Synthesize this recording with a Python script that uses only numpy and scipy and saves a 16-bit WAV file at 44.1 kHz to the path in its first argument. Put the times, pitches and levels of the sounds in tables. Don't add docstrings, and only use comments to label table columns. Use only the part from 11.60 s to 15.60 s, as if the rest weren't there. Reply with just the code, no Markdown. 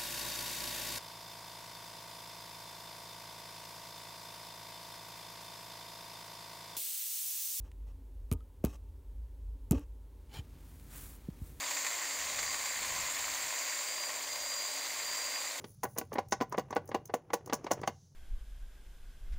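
import sys
import numpy as np
from scipy import signal
from scipy.fft import rfft, irfft
from scipy.io import wavfile
from scipy.ndimage import uniform_filter1d

SR = 44100
rng = np.random.default_rng(int(sys.argv[2]) if len(sys.argv) > 2 else 0)


def to_wav(sig):
    pcm = np.clip(np.atleast_2d(sig), -1, 1) * 32767
    pcm = np.round(pcm).astype(np.int16)
    wavfile.write(sys.argv[1], SR, pcm.T)


N = 176400

# (time [s], blade clatter [dB], steel hiss [dB], leaf rustle [dB])
SWING_LEVELS = [(0.0, -40, -41.5, -48.0), (0.15, -45, -40.5, -47.5), (0.4, -42, -42, -48),
                (0.65, -43.5, -41.5, -48.0), (0.88, -43.5, -41, -48.5), (1.38, -41.5, -40.5, -48),
                (1.62, -42.5, -42.5, -47.5), (1.95, -41, -40.0, -48.5), (2.2, -44.0, -41, -48.5),
                (2.42, -44.0, -42, -49.5), (2.55, -45, -44, -49), (2.75, -46.5, -45, -50.0),
                (2.95, -45.5, -42.5, -49), (3.15, -45.0, -43.0, -48), (3.42, -44, -43.5, -48),
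                (3.6, -43, -41.5, -48.5), (3.82, -43, -43.0, -48), (4.0, -47, -46.0, -47)]
# (frequency [Hz], width [Hz], level [dB])
BAR_MODES = [(1044, 174, 3.5), (1570, 350, -2.5), (1844, 110, 2.5), (2087, 247, 4), (2445, 380, -1.5),
             (3920, 370, -16.5)]
# (frequency [Hz], width [Hz], level [dB])
STEEL_MODES = [(4660, 410, -8), (5600, 110, -8), (6370, 264, -5.5), (6870, 330, -3), (7340, 360, -0.5),
               (7620, 93, -7), (8330, 790, -12.5)]
# (frequency [Hz], level [dB])
LEAF_SPECTRUM = [(150, -24.5), (300, -6), (450, -3.5), (800, 2.5), (1350, -4), (3000, 0.5), (4300, 4.5),
                 (5200, -2), (8500, -8), (10000, -7), (12000, -12.5), (16000, -9)]


def undb(db):
    return np.exp(np.asarray(db) * np.log(10) / 20)


def unit(x):
    return x / np.sqrt(np.mean(x ** 2))


def curve(table, column=1):
    rows = np.array(table, float)
    return np.interp(np.arange(N) / SR, rows[:, 0], rows[:, column])


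def wander(rate_hz):
    hold = int(SR / rate_hz)
    steps = np.repeat(rng.standard_normal(N)[:N // hold + 1], hold)
    return unit(uniform_filter1d(steps, hold)[:N])


def grains(spread_db):
    size = np.repeat(rng.exponential(size=N), 6)[:N]
    return unit(rng.standard_normal(N) * undb(spread_db * np.minimum(size, 3)))


def colour(x, spectrum):
    hz, db = np.array(spectrum, float).T
    bin_hz = np.maximum(np.arange(N // 2 + 1) * SR / N, 1)
    gain = undb(np.interp(np.log(bin_hz), np.log(hz), db))
    return unit(irfft(rfft(x) * gain, N))


def ring(x, hz, width_hz):
    b, a = signal.iirpeak(hz, hz / (width_hz * np.pi / 2), fs=SR)
    return signal.lfilter(b, a, signal.lfilter(b, a, x))


def contact(force, modes, flicker_db=0):
    out = np.zeros(N)
    for hz, width_hz, db in modes:
        gain = undb(db + flicker_db * wander(rate_hz=45))
        out += gain * ring(force * grains(spread_db=3), hz, width_hz)
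    return unit(out)


def stroke_ends(crank_turns):
    return np.flatnonzero(np.diff(np.floor(2 * crank_turns)))


def breeze():
    # (time [s], level [dB])
    gust_levels = [(0, -72), (.52, -76), (.6, -62.5), (.85, -59.5), (.92, -63), (.97, -64), (1.02, -70),
                   (1.12, -68), (1.18, -62), (1.25, -59), (1.4, -56.5), (1.57, -66.5), (1.68, -61.5),
                   (1.78, -70), (1.86, -62), (1.94, -80), (2.65, -74.5), (2.8, -68), (3.05, -78),
                   (3.5, -69), (4, -84)]
    # (frequency [Hz], level [dB])
    wind_spectrum = [(15, -10), (35, -9.5), (58, -0.5), (100, -5), (170, -8.5), (260, -12), (600, -36),
                     (2000, -70)]
    return colour(rng.standard_normal(N), wind_spectrum) * undb(curve(gust_levels))


def yard(x):
    wall_s, wall_db, walk_m_s = .0137, -17, .25
    t60_s, tail_db, crossfade_s = .49, -11, .25
    t = np.arange(N) / SR
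    wall = np.interp(t - wall_s - 2 * walk_m_s * t / 343, t, x, left=0)
    age = t[:SR // 3]
    decay = undb(-60 * age / t60_s) * (age > wall_s)
    tail = np.zeros(N + SR)
    for centre_s in np.arange(0, t[-1] + crossfade_s, crossfade_s):
        response = rng.standard_normal(len(age)) * decay
        near = np.flatnonzero(abs(t - centre_s) < crossfade_s)
        fade = np.sqrt(1 - abs(t[near] - centre_s) / crossfade_s)
        echo = signal.fftconvolve(x[near] * fade, response / np.linalg.norm(response))
        tail[near[0]:near[0] + len(echo)] += echo
    return x + undb(wall_db) * wall + undb(tail_db) * tail[:N]


def motor(mesh_cycles):
    # (time [s], level [dB])
    whine_levels = [(0, -48.5), (.2, -62), (.5, -52), (.78, -54), (.9, -45), (.98, -55), (1.07, -45),
                    (1.18, -61), (1.85, -59), (2.03, -48), (2.2, -53), (2.43, -43.5), (2.56, -53),
                    (2.72, -46.5), (3.02, -43), (3.18, -45.5), (3.3, -51.5), (3.53, -43.5), (3.82, -45.5),
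                    (4, -59)]
    # (frequency [Hz], level [dB])
    air_spectrum = [(200, -29), (500, -3), (3000, -3), (8000, -6), (12000, -2), (16000, 1.5)]
    pinion_teeth = 17
    hum_db = -69 - 2 * wander(rate_hz=7)
    whine_db = curve(whine_levels) + 1.4 * wander(rate_hz=35)
    hum = np.sin(2 * np.pi * mesh_cycles / pinion_teeth) * undb(hum_db)
    whine = np.sin(2 * np.pi * mesh_cycles) * undb(whine_db)
    air = colour(rng.standard_normal(N), air_spectrum) * undb(-55)
    return np.sqrt(2) * (hum + whine) + air


def leaves():
    bands_hz = [200, 800, 1500, 2800, 3800, 5500, 8000, 10500, 16000]
    spectrum = rfft(colour(grains(spread_db=4.5), LEAF_SPECTRUM))
    bin_hz = np.arange(len(spectrum)) * SR / N
    rustle = np.zeros(N)
    for weights in np.eye(len(bands_hz)):
        band = irfft(spectrum * np.interp(bin_hz, bands_hz, weights), N)
        rustle += band * undb(1.3 * wander(rate_hz=70))
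    return unit(rustle) * undb(curve(SWING_LEVELS, column=3) + 3.5)


def twigs():
    # (time [s], level [dB])
    cuts = [(0.039, -41.5), (0.108, -37.5), (0.167, -37), (0.245, -38), (0.264, -37), (0.416, -44),
            (0.788, -35.5), (0.826, -36.5), (0.927, -39), (0.941, -42.5), (1.056, -39), (1.247, -41),
            (1.36, -43), (1.4, -44), (1.451, -43), (1.587, -42), (1.982, -49), (3.245, -44)]
    rise_s, decay_s = .0029, .0069
    t = np.arange(N) / SR
    bite = np.zeros(N)
    for start_s, db in cuts:
        age = np.maximum(t - start_s, 0)
        bite += 2 * undb(db) * (1 - np.exp(-age / rise_s)) * np.exp(-age / decay_s)
    jolt = contact(1, BAR_MODES) + undb(1) * contact(1, STEEL_MODES)
    crack = undb(-2) * colour(grains(spread_db=4.5), LEAF_SPECTRUM)
    return bite * (jolt + crack)


def shoots(crank_turns):
    # (time [s], probability [0-1])
    growth = [(0, .22), (1.3, .25), (2.4, .18), (2.6, .06), (4, .09)]
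    # (frequency [Hz], width [Hz], level [dB])
    snip_modes = [(1060, 220, -4), (1856, 170, -1), (2150, 240, -2), (2930, 1400, -8.5)]
    loudest_db, range_db, decay_s = -39, 3, .006
    t = np.arange(N) / SR
    ends = stroke_ends(crank_turns)
    chance, strength = rng.random((len(ends), 2)).T
    size = (chance < curve(growth)[ends]) * undb(loudest_db - range_db * (1 - strength))
    last = np.maximum(np.searchsorted(ends / SR, t) - 1, 0)
    return contact(1, snip_modes) * size[last] * np.exp(-abs(t - ends[last] / SR) / decay_s)


def squeaks():
    rate_hz, length_s = 420, .009
    low_hz, high_hz, tilt_db_per_khz = 5800, 9400, -2
    length = int(length_s * SR)
    age, window = np.arange(length) / SR, np.hanning(length)
    out = np.zeros(N)
    for when, pitch, strength in rng.random((rate_hz * N // SR, 3)):
        hz = low_hz + pitch * (high_hz - low_hz)
        gain = strength * undb(tilt_db_per_khz * (hz - low_hz) / 1000)
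        start = int(when * (N - length))
        out[start:start + length] += gain * window * np.sin(2 * np.pi * hz * age)
    return unit(out) * undb(-50.5)


def clack_force(crank_turns):
    decay_s, jitter_s, scatter_db, return_db = .0016, .00045, .5, -4.5
    t = np.arange(N) / SR
    ends = stroke_ends(crank_turns)
    timing, strength = rng.standard_normal((len(ends), 2)).T
    times_s = np.sort(ends / SR + jitter_s * timing)
    is_return = np.arange(len(ends)) % 2 == 0
    size = undb(scatter_db * strength + return_db * is_return)
    last = np.maximum(np.searchsorted(times_s, t) - 1, 0)
    return 2 * size[last] * np.exp(-abs(t - times_s[last]) / decay_s)


def blades(crank_turns):
    # (time [s], level [dB])
    case_levels = [(0, -52), (.8, -54), (1.5, -55), (2.2, -51.5), (2.9, -50.5), (3.5, -54), (4, -52.5)]
    # (time [s], level [dB])
    sizzle_levels = [(0.0, -54), (0.08, -56), (0.12, -52), (0.43, -55), (1.76, -52), (2.61, -56.5),
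                     (3.64, -54), (4.0, -59)]
    case_hz, case_width_hz, sizzle_hz, sizzle_width_hz = 595, 99, 16400, 3550
    bar_rub, steel_rub, pulse_depth, lag_turns = .7, 3.3, .058, .08
    knock = clack_force(crank_turns)
    rattle = np.hypot(knock, bar_rub)
    stroke_pulse = 1 + pulse_depth * np.cos(2 * np.pi * 2 * (crank_turns - lag_turns))
    slide = np.hypot(knock, steel_rub) * stroke_pulse
    clatter = contact(rattle, BAR_MODES, flicker_db=.44) * undb(curve(SWING_LEVELS, column=1) - 2)
    hiss = contact(slide, STEEL_MODES, flicker_db=1.4) * undb(curve(SWING_LEVELS, column=2))
    case = contact(slide, [(case_hz, case_width_hz, 0)]) * undb(curve(case_levels) - 3.5)
    sizzle = contact(slide, [(sizzle_hz, sizzle_width_hz, 0)]) * undb(curve(sizzle_levels) + 4.5)
    return clatter + hiss + case + sizzle


def scene():
    # (time [s], tooth-mesh frequency [Hz])
    motor_speed = [(0, 4755), (.25, 4750), (.55, 4800), (.8, 4760), (.88, 4767), (1, 4738), (1.2, 4768),
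                   (1.78, 4785), (1.95, 4745), (2.43, 4763), (2.55, 4738), (2.73, 4791), (3.13, 4768),
                   (3.28, 4738), (3.38, 4763), (3.48, 4752), (3.78, 4789), (3.95, 4738)]
    crank_teeth, speed_jitter = 90, .00058
    mesh_hz = curve(motor_speed) * (1 + speed_jitter * wander(rate_hz=50))
    mesh_cycles = np.cumsum(mesh_hz) / SR
    crank_turns = mesh_cycles / crank_teeth
    cutting = blades(crank_turns) + squeaks() + shoots(crank_turns) + leaves() + twigs()
    sound = yard(cutting) + motor(mesh_cycles) + breeze()
    return np.array([sound, sound])


def record(dry):
    cutoff_hz = 15650
    return signal.sosfilt(signal.ellip(16, .1, 80, cutoff_hz, fs=SR, output="sos"), dry)


dry = scene()
out = record(dry)
to_wav(out)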